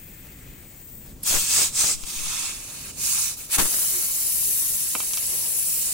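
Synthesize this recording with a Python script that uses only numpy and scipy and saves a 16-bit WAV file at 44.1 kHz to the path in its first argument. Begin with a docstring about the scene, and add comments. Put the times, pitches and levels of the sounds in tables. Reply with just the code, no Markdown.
"""Beside a street, close to the microphone: air escapes from a punctured tyre while a reamer works in the hole.
The leak is turbulent hiss: it seeps, squeaks open, surges with each stroke, then blows freely past the reamer.
Gusts and puffs of low noise hit the left port, and a blast of noise marks the reamer popping out.
The dropped reamer clatters on the concrete as cracks, ringing modes and scattered noise.
Behind it lie a traffic rumble, a farther wash and faint gliding tones."""
import sys
import numpy as np
from scipy import signal
from scipy.fft import rfft, irfft
from scipy.io import wavfile
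from scipy.ndimage import uniform_filter1d

SR = 44100
rng = np.random.default_rng(int(sys.argv[2]) if len(sys.argv) > 2 else 0)


def bounce(signal):
    """Save signal as a 16-bit WAV file at the path given by the first command-line argument."""
    frames = np.transpose(np.atleast_2d(signal))
    limited = np.clip(frames, -1, 1)
    pcm = np.round(limited * 32767).astype(np.int16)
    wavfile.write(sys.argv[1], SR, pcm)


N = 261513
TIME = np.arange(N) / SR  # seconds
FRAME, HOP = 512, 128  # samples, for shaping the hiss
BINS = np.fft.rfftfreq(FRAME, 1 / SR)  # Hz
FRAMES = np.arange(N // HOP + 5) * HOP / SR  # seconds

# The hand moves the reamer from GRIP_S on, and it leaves the hole at OUT_S; each change takes OPEN_S.
GRIP_S, OUT_S, OPEN_S = 1.222, 3.569, 0.026
# Between strokes a thin leak goes on round the shaft and slowly closes.
GAP_DB, GAP_DB_PER_S, GAP_TREBLE_DB, GAP_THROAT_DB = -35.5, -6, -12, -15
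BLOWING_THROAT_DB = -21.5
# Treble (11-16 kHz) and throat (1.8-3.5 kHz) are relative to the hiss (4-16 kHz).
# Air seeping past the resting reamer: time_s, level_db, treble_db, throat_db
SEEPING_CURVE = [(0, -47, 3.5, -5), (.45, -50.5, 0, -1.5), (.75, -50, 0.5, -9), (.94, -45.5, 6, -16),
                 (1.07, -48, 1.5, -10), (1.2, -58, -5, -14)]
# Each stroke opens the gap, holds it and lets it close:
# start_s, length_s, opening_s, closing_s, level_db, swell_db (gained over the stroke), treble_db, throat_db
REAMER_STROKES = [ (1.236, 0.3, 0.049, .147, -20.5, -4.8, -7.5, -14.5),
                  (1.404, 0.32, 0.15, .11, -20, 1.5, -14, -16),
                  (1.712, 0.27, .11, .078, -17.5, -6, -15.5, -19),
                  (2.035, 0.25, 0.046, .024, -35, 3, -10.5, -11.5),
                  (2.217, 0.43, 0.085, 0.26, -31.5, 4, -15.5, -10),
                  (2.502, 0.426, 0.055, 0.022, -43, 3.5, -8, -8.5),
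                  (2.932, 0.47, 0.16, 0.18, -23.5, -3, -8.5, -18),
                  (3.359, 0.17, 0.02, 0.12, -38.5, 2, -2, -12), (3.477, .11, .1, 0.045, -21, 2.7, -7, -10)]
# The free jet, as the microphone is lifted and moved about it: time_s, level_db, treble_db
BLOWING_CURVE = [(3.59, -23.5, -10), (3.67, -25.5, -8), (3.82, -23.5, -4.5), (4.1, -26.5, -4.5),
                 (4.52, -24, -1), (5.0, -28.5, -7.5), (5.28, -27, -6), (5.75, -25, -2), (5.93, -27.5, -10)]


def leak():
    """Level, treble and throat of the escaping air: seep, gap, strokes and free jet count by their power."""
    gripped = np.clip((TIME - GRIP_S) / OPEN_S, 0, 1)
    out = np.clip((TIME - OUT_S) / OPEN_S, 0, 1)
    seep_db, seep_treble, seep_throat = at_time(SEEPING_CURVE, TIME)
    free_db, free_treble = at_time(BLOWING_CURVE, TIME)
    gap_db = GAP_DB + GAP_DB_PER_S * (TIME - GRIP_S)
    flows = [((1 - gripped) * amp(seep_db), seep_treble, seep_throat),
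             (gripped * (1 - out) * amp(gap_db), GAP_TREBLE_DB, GAP_THROAT_DB),
             (out * amp(free_db), free_treble, BLOWING_THROAT_DB)]
    for start, length, opening, closing, db, swell_db, treble, throat in REAMER_STROKES:
        progress = np.clip((TIME - start) / length, 0, 1)
        gain = held(start, length, opening, closing) * amp(db + swell_db * progress)
        flows.append((gain, treble, throat))
    power = sum(gain ** 2 for gain, _, _ in flows)
    treble_db = sum(gain ** 2 * treble for gain, treble, _ in flows) / power
    throat_db = sum(gain ** 2 * throat for gain, _, throat in flows) / power
    return np.sqrt(power), treble_db, throat_db


# Starting colours of the jet: seeping, forced past the shaft, half blocked, hole free.
# Each one: freq_hz, level_db (per Hz)
SEEP_COLOUR = [(700, -35), (1200, -13.5), (1650, -9), (2150, -6), (3000, -8), (4000, -14), (5800, -9.5),
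               (7700, 2), (9000, -2), (9900, -15), (13000, -13), (14200, 3.5), (15100, 6), (16000, -1.5)]
FORCED_COLOUR = [(700, -23.5), (1170, -15.5), (1900, -19.5), (2300, -11), (2700, -7.5), (3150, -11),
                 (3840, -10.5), (4730, -9.5), (7490, -2.5), (8900, -4.5), (9800, -10.5), (11400, -12.5),
                 (13100, -12), (15000, -9.5), (16000, -8.5)]
BLOCKED_COLOUR = [(680, -22.5), (1150, -6), (1600, -12.5), (2000, -12.5), (2280, -5.5), (2650, -4),
                  (3100, -6.5), (3780, -6), (5050, -4.5), (6920, 0.5), (9500, -1), (10500, 0), (12800, -7),
                  (15000, -2.5), (16000, -6)]
FREE_COLOUR = [(700, -31.5), (1100, -22.5), (1600, -23), (2600, -16.5), (3400, -15), (4800, -11.5),
               (6300, -6.5), (8000, -2.5), (8900, -3.5), (10400, 1), (11500, -0.5), (12900, -4),
               (15000, -2.5), (16000, -3.5)]
# State of the hole: time_s, state (0 seeping, 1 forced, 2 half blocked, 3 free)
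HOLE_STATE = [(1.2, 0), (1.235, 1), (1.95, 1), (2.2, 2), (3.45, 2), (3.62, 3)]
# Sweeping treble dip as the microphone shifts about the jet: time_s, centre_hz, depth_db
TREBLE_DIP = [(0, 12800, 3), (2.8, 13000, 4), (3.6, 12800, 1), (4.6, 12900, 1), (5.0, 14200, 7),
              (5.38, 14400, 9), (5.55, 12800, 10), (5.72, 11400, 7), (5.93, 11000, 6)]
# Narrow hollow in the upper part of the throat band, higher once the microphone is lifted: time_s, centre_hz
THROAT_HOLLOW = [(2.45, 2910), (2.7, 3400), (3.4, 3300), (4.6, 3400)]


def jet_colour(treble_db, throat_db, dip_width_hz=560, bump_db=3, hollow_db=6, hollow_width_hz=170):
    """The spectrum follows the hole: half blocked it sounds throaty, the free jet is mostly high hiss."""
    t = FRAMES[:, None]
    state = np.clip(at_time(HOLE_STATE, t)[0], 0, 3)
    colours = [SEEP_COLOUR, FORCED_COLOUR, BLOCKED_COLOUR, FREE_COLOUR]
    # crossfade between neighbouring states
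    db = sum(np.maximum(1 - abs(state - k), 0) * at_hz(colour, BINS) for k, colour in enumerate(colours))
    # interference: a dip with a crest below it
    dip_hz, depth_db = at_time(TREBLE_DIP, t)
    crest_db = bump_db * depth_db / np.max(depth_db)
    db = db - depth_db * np.exp(-((BINS - dip_hz) / dip_width_hz) ** 2)
    db = db + crest_db * np.exp(-((BINS - 0.79 * dip_hz) / 1300) ** 2)
    hollow_hz = at_time(THROAT_HOLLOW, t)[0]
    db = db - hollow_db * np.exp(-((BINS - hollow_hz) / hollow_width_hz) ** 2)
    # steer treble and throat towards their balance with the hiss
    hiss = band_db(amp(db), 4000, 16000)
    top = band_db(amp(db), 11000, 16000)
    throat = band_db(amp(db), 1800, 3500)
    treble_lift = np.interp(t, TIME, treble_db) - top + hiss
    throat_lift = np.interp(t, TIME, throat_db) - throat + hiss
    db = db + treble_lift * at_hz([(8000, 0.12), (12000, 1.0)], BINS)
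    db = db + throat_lift * at_hz([(3000, 0.87), (5500, 0.13)], BINS)
    return amp(db - band_db(amp(db), 4000, 16000))


def band_db(field, lo, hi):
    """Level of one band in each frame of a magnitude field."""
    in_band = (BINS > lo) & (BINS < hi)
    return 10 * np.log10((field[:, in_band] ** 2).sum(1, keepdims=True))


# Short paths by way of hand, tyre and knees: delay_s, strength (gain)
SHORT_PATHS = [(.00048, .1), (.0011, .14), (.0023, .15), (.0037, .15), (.0056, .14), (.0093, .13)]


def nearby(x, drift_s=.00007, drift_hz=.9):
    """Short echoes, drifting as hand and microphone move, comb the hiss."""
    out = x.copy()
    coarse = TIME[::64]
    for delay, strength in SHORT_PATHS:
        # three slow sines of unrelated rates, random in phase
        phases = 2 * np.pi * (drift_hz * np.outer([.37, .61, 1], coarse) + rng.random((3, 1)))
        path = delay + drift_s * np.interp(TIME, coarse, np.sin(phases).sum(0))
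        out += strength * x[:, np.round((TIME - path) * SR).astype(int) % N]
    return out


# Left minus right, microphone low by the tyre and then raised above it: freq_hz, difference_db
LOW_TILT = [(800, 5.5), (2800, 2.5), (5000, -1), (8000, -0.5), (9500, 7.5), (10500, 0), (12500, 0),
            (14500, 15), (16000, 11)]
HIGH_TILT = [(800, -3), (2900, 4), (4000, -1.5), (5500, -13.5), (7500, -8), (9000, 0), (10500, 13),
             (12500, 1), (14500, 0), (16000, 2)]
# Left leads right, microphone low and then raised: freq_hz, lead_rad
LOW_LEAD = [(1000, .2), (8500, 0.25), (10000, 1.5), (12000, 1.6), (14500, 3), (16000, 2.8)]
HIGH_LEAD = [(1000, -1.2), (3000, .5), (4200, -7), (5500, -2), (8000, -2), (9500, -6), (11500, -4.5),
             (13500, -10.5), (16000, -14)]
# How far the raised position takes over: time_s, share (0 to 1)
MIC_RAISED = [(1.9, 0.25), (2.4, 0.65), (3.1, 0.85)]
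# Left-right likeness of the hiss: freq_hz, likeness (0 to 1)
JET_LIKENESS = [(700, 0.43), (2500, 0.47), (3300, 0.13), (4100, 0.14), (5200, 0.28), (8000, 0.48),
                (16000, 0.27)]


def jet(patchy_db=1.23, flutter_db=0.37, flutter_hz=90, trim_db=1.04):
    """Turbulent hiss: random spectral frames, heard through two ports that each favour other bands."""
    a, b, c, d, patches = rng.standard_normal((5, len(FRAMES), len(BINS)))
    patches = uniform_filter1d(patches, size=8, axis=0)  # over time
    patches = unit(uniform_filter1d(patches, size=12, axis=1))  # over frequency
    raised = np.clip(at_time(MIC_RAISED, FRAMES[:, None])[0], 0, 1)
    tilt_db = (1 - raised) * at_hz(LOW_TILT, BINS) + raised * at_hz(HIGH_TILT, BINS)
    side = amp(tilt_db / 2)
    same = np.clip(at_hz(JET_LIKENESS, BINS), 0, 1)
    low_turn = np.exp(1j * at_hz(LOW_LEAD, BINS))
    high_turn = np.exp(1j * at_hz(HIGH_LEAD, BINS))
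    lead = np.angle((1 - raised) * low_turn + raised * high_turn)
    left = a + 1j * b
    right = same * np.exp(-1j * lead) * left + np.sqrt(1 - same ** 2) * (c + 1j * d)
    # even out the mid, so that stereo width leaves the colour alone
    mid = np.sqrt(side ** 2 + side ** -2 + 2 * same * np.cos(lead))
    level, treble_db, throat_db = leak()
    colour = jet_colour(treble_db, throat_db) * amp(patchy_db * patches)
    field = np.array([left * side, right / side]) / mid * colour
    hiss = signal.istft(field.swapaxes(1, 2), nperseg=FRAME, noverlap=FRAME - HOP)[1][:, :N]
    hiss = nearby(hiss)
    return hiss / hiss.mean(0).std() * level * amp(trim_db + flutter_db * waver(flutter_hz))


def squeak(start=1.23, level_db=-29, from_hz=12000, to_hz=9300, length=.013, rough=0.15):
    """The rubber lip first parts from the shaft with a tiny falling whistle, its pitch roughened by noise."""
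    u = np.linspace(0, 1, round(length * SR))
    hz = (from_hz + (to_hz - from_hz) * u) * (1 + rough * rng.standard_normal((2, len(u))))
    whistle = np.sin(2 * np.pi * np.cumsum(hz, 1) / SR)
    out = np.zeros((2, N))
    add(out, start, amp(level_db) * 2 * np.sin(np.pi * u) * whistle)
    return out


# The jet sweeps over the microphone, levels before trim: start_s, length_s, level_db
JET_GUSTS = [(1.255, .17, -32), (1.53, .15, -32.5), (1.73, 0.25, -38.5), (3.525, 0.078, -40),
             (3.93, 0.15, -54)]
# Colour of the roar: freq_hz, level_db (per Hz)
GUST_COLOUR = [(35, -34), (60, -1.5), (196, -4), (227, -2.5), (606, -3.5), (1020, -6.5), (1370, -4.5),
               (1950, -7), (5000, -15.5), (6500, -36), (11000, -120)]


def gusts(trim_db=-1, lumpy_db=4, lumpy_hz=130, left_db=15, wake_db=-35, wake_rise=0.022, wake_decay=0.18):
    """The jet grazes the left port and tears into a ragged low roar, which dies away once the reamer is out."""
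    level = swells(JET_GUSTS) + amp(wake_db) * burst(OUT_S, wake_rise, wake_decay)
    roar = noise(GUST_COLOUR, 0.12) * pan(left_db) * unit(amp(lumpy_db * waver(lumpy_hz)))
    return roar / roar.mean(0).std() * level * amp(trim_db)


# The shaft leaving the hole: freq_hz, level_db (per Hz)
POP_COLOUR = [(25, -2), (70, 2), (170, -1), (400, -2.5), (650, -7.5), (1100, -1.5), (1700, -6), (3000, -7),
              (5000, -9), (9000, -6), (14000, -11.5)]
# Puffs that press on the left port, levels before panning: start_s, level_db, decay_s
PORT_PUFFS = [(1.3, -32, 0.022), (1.35, -31, 0.035), (1.67, -40.5, 0.074), (1.94, -41, 0.036),
              (2.03, -31, 0.016), (2.16, -38.5, .13), (3.583, -18.5, .014), (3.61, -30, 0.044)]


def pop(start=3.58, level_db=-13, rise=0.0074, decay=0.023, lumpy_db=1.5, left_db=3):
    """The shaft comes free and the full blast hits both ports; puffs thud on the left one."""
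    blast_gain = amp(level_db + lumpy_db * waver(150)) * burst(start, rise, decay)
    blast = noise(POP_COLOUR, 0.084) * pan(left_db) * blast_gain
    push = sum(amp(db) * burst(s, 0.0071, fade) for s, db, fade in PORT_PUFFS)
    thud_colour = [(8, 9), (22, 3), (45, -27), (100, -25), (500, -35), (2000, -80)]  # Hz, dB per Hz
    return blast + push * noise(thud_colour, .2) * pan(16.0)


# Knocks of the reamer, peak levels before panning: start_s, level_db, contact_hz, left_minus_right_db
REAMER_KNOCKS = [(2.037, -22, 2540, 2), (3.832, -33, 1500, 15), (4.9515, -11.5, 660, -4.5),
                 (5.0033, -13.5, 1980, -7), (5.034, -33.5, 800, -3), (5.135, -9.5, 5950, 1),
                 (5.173, -12, 4500, 6)]
# Modes of handle and shaft, before a small random sharpening: pitch_hz, level_db, t60_s
REAMER_MODES = [(285, -4, 0.017), (500, -8, 0.022), (1014, 0.5, 0.017), (1220, -3, 0.026),
                (2303, -2.5, 0.072), (2630, -5.5, 0.089), (3080, -2.5, 0.047), (3920, -18, 0.1),
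                (5800, -3, 0.031)]


def knocks(ring_db=-13, crack_decay=0.00039, scatter_db=-17, scatter_decay=0.016, breadth=0.9, hollow_hz=1800):
    """Each contact cracks, rings the plastic handle and steel shaft, and scatters off the yard."""
    out = np.zeros((2, N))
    t = np.arange(8192) / SR
    hollow = signal.iirnotch(hollow_hz, 2, fs=SR)  # the gap between the handle's modes and the shaft's
    for s, db, contact_hz, left_db in REAMER_KNOCKS:
        ring = 0
        for mode_hz, mode_db, t60 in REAMER_MODES:
            tone = np.sin(2 * np.pi * mode_hz * rng.uniform(1.0, 1.02) * t)
            ring = ring + amp(mode_db - 60 * t / t60) * tone
        crack = rng.standard_normal(len(t)) + 0.16 * np.sin(2 * np.pi * contact_hz * t)
        crack = crack * np.exp(-t / crack_decay)
        scatter = rng.standard_normal((2, len(t))) * np.exp(-t / scatter_decay)
        # a soft band around the contact pitch
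        edges_hz = np.clip(contact_hz * np.exp([-breadth, breadth]), 50, SR / 2 - 1)
        colour = signal.butter(1, edges_hz, "band", fs=SR)
        hit = signal.lfilter(*colour, crack + amp(ring_db) * ring / 2 + amp(scatter_db) * scatter)
        hit = signal.lfilter(*hollow, hit)
        add(out, s, amp(db) * pan(left_db) * hit / abs(hit).max())
    return out


STREET_DB, STREET_DB_PER_S = -48, -0.55
MIDRANGE_DB, MIDRANGE_DB_PER_S = -56, 0.94
# Near rumble and farther traffic: freq_hz, level_db (per Hz)
STREET_COLOUR = [(12, -30), (20, 3), (93, -2), (131, -1), (198, -5.5), (285, -9), (341, -12.5),
                 (409, -17.5), (481, -19), (715, -42), (1060, -34), (1500, -47), (1950, -54), (3300, -120)]
MIDRANGE_COLOUR = [(200, -18), (350, 0.5), (600, -2), (1000, -8), (1600, -13), (3000, -12.5)]
# Brief swells of the rumble, then of the far traffic: start_s, length_s, level_db
RUMBLE_SWELLS = [(.44, 0.16, -44), (1.04, 0.18, -44.5), (2.6, 0.79, -47.5)]
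FAR_SWELLS = [(2.4, 0.7, -52), (3.6, 0.38, -54), (5.22, 0.31, -44.5)]


def street(patchy_db=2, restless_db=1.3):
    """Traffic rumble, nearly alike in both ears, and a wavering wash from farther off."""
    rumble_db = STREET_DB + STREET_DB_PER_S * TIME + restless_db * waver(1.3)
    near = np.hypot(amp(rumble_db), swells(RUMBLE_SWELLS))
    far = np.hypot(amp(MIDRANGE_DB + MIDRANGE_DB_PER_S * TIME), swells(FAR_SWELLS))
    rumble = noise(STREET_COLOUR, 0.91) * pan(0.52) * near
    wash = noise(MIDRANGE_COLOUR, 0.47) * far * amp(patchy_db * waver(18))
    return rumble + wash


# Faint far tones: start_s, length_s, from_hz, to_hz, level_db
STREET_TONES = [(3.904, 0.14, 388, 332, -50), (4.016, 0.16, 1105, 1065, -61), (4.432, .12, 441, 327, -58),
                (4.6, 0.094, 1104, 1086, -58), (5.398, 0.11, 900, 945, -56)]


def far_tones():
    """Faint short tones drift in from the street, each a gliding sine that swells and fades."""
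    out = np.zeros((2, N))
    for s, length, from_hz, to_hz, db in STREET_TONES:
        hz = np.linspace(from_hz, to_hz, round(length * SR))
        tone = np.sin(2 * np.pi * np.cumsum(hz) / SR)
        add(out, s, amp(db) * pan(0) * 2 * np.hanning(len(hz)) * tone)
    return out


def amp(db):
    """Decibels to gain."""
    return 10 ** (np.asarray(db) / 20)


def unit(x):
    """Scales to rms 1."""
    return x / np.sqrt(np.mean(abs(x) ** 2) + 1e-20)


def at_hz(points, hz):
    """Reads a spectrum on a log-frequency axis."""
    f, value = np.transpose(points)
    return np.interp(np.log(hz + 1), np.log(f + 1), value)


def at_time(rows, t):
    """Reads every column of a curve."""
    s, *columns = np.transpose(rows)
    return [np.interp(t, s, c) for c in columns]


def add(mix, s, sound):
    """Mixes a stereo sound in at time s."""
    part = mix[:, round(s * SR):][:, :sound.shape[1]]
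    part += sound[:, :part.shape[1]]


def pan(db):
    """Gains of both channels for a left-right difference."""
    return amp([[db / 2], [-db / 2]])


def waver(hz):
    """Random wandering of rms 1, rolled off above the given rate."""
    rolloff = 1 + (np.fft.rfftfreq(N, 1 / SR) / hz) ** 4
    return unit(irfft(rfft(rng.standard_normal(N)) / rolloff, N))


def noise(spectrum, same):
    """Coloured stereo noise of the given left-right likeness, whose mid has rms 1."""
    gain = amp(at_hz(spectrum, np.fft.rfftfreq(N, 1 / SR)))
    a, b = irfft(rfft(rng.standard_normal((2, N))) * gain, N)
    same = np.clip(same, -1, 1)
    pair = np.array([a, same * a + np.sqrt(1 - same ** 2) * b])
    return pair / pair.mean(0).std()


def burst(s, rise, decay):
    """A quick swell that dies away."""
    age = np.maximum(TIME - s, 0)
    return (1 - np.exp(-age / rise)) * np.exp(-age / decay)


def held(start, length, rise, fall):
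    """A smooth attack, a hold at 1 where time allows, and a smooth release."""
    up = np.clip((TIME - start) / rise, 0, 1)
    down = np.clip((start + length - TIME) / fall, 0, 1)
    return (np.sin(np.pi / 2 * up) * np.sin(np.pi / 2 * down)) ** 2


def swells(rows):
    """Rounded swells, each peaking halfway."""
    return sum(amp(db) * held(start, length, length / 2, length / 2) for start, length, db in rows)


def scene():
    """The leak, the tool and the street."""
    return jet() + squeak() + gusts() + pop() + knocks() + street() + far_tones()


def record(dry, edge_hz=15850):
    """A steep low-pass takes off the very top."""
    lowpass = signal.firwin(511, edge_hz, window=("kaiser", 9), fs=SR)
    return signal.oaconvolve(dry, lowpass[None], "same")


dry = scene()
out = record(dry)
bounce(out)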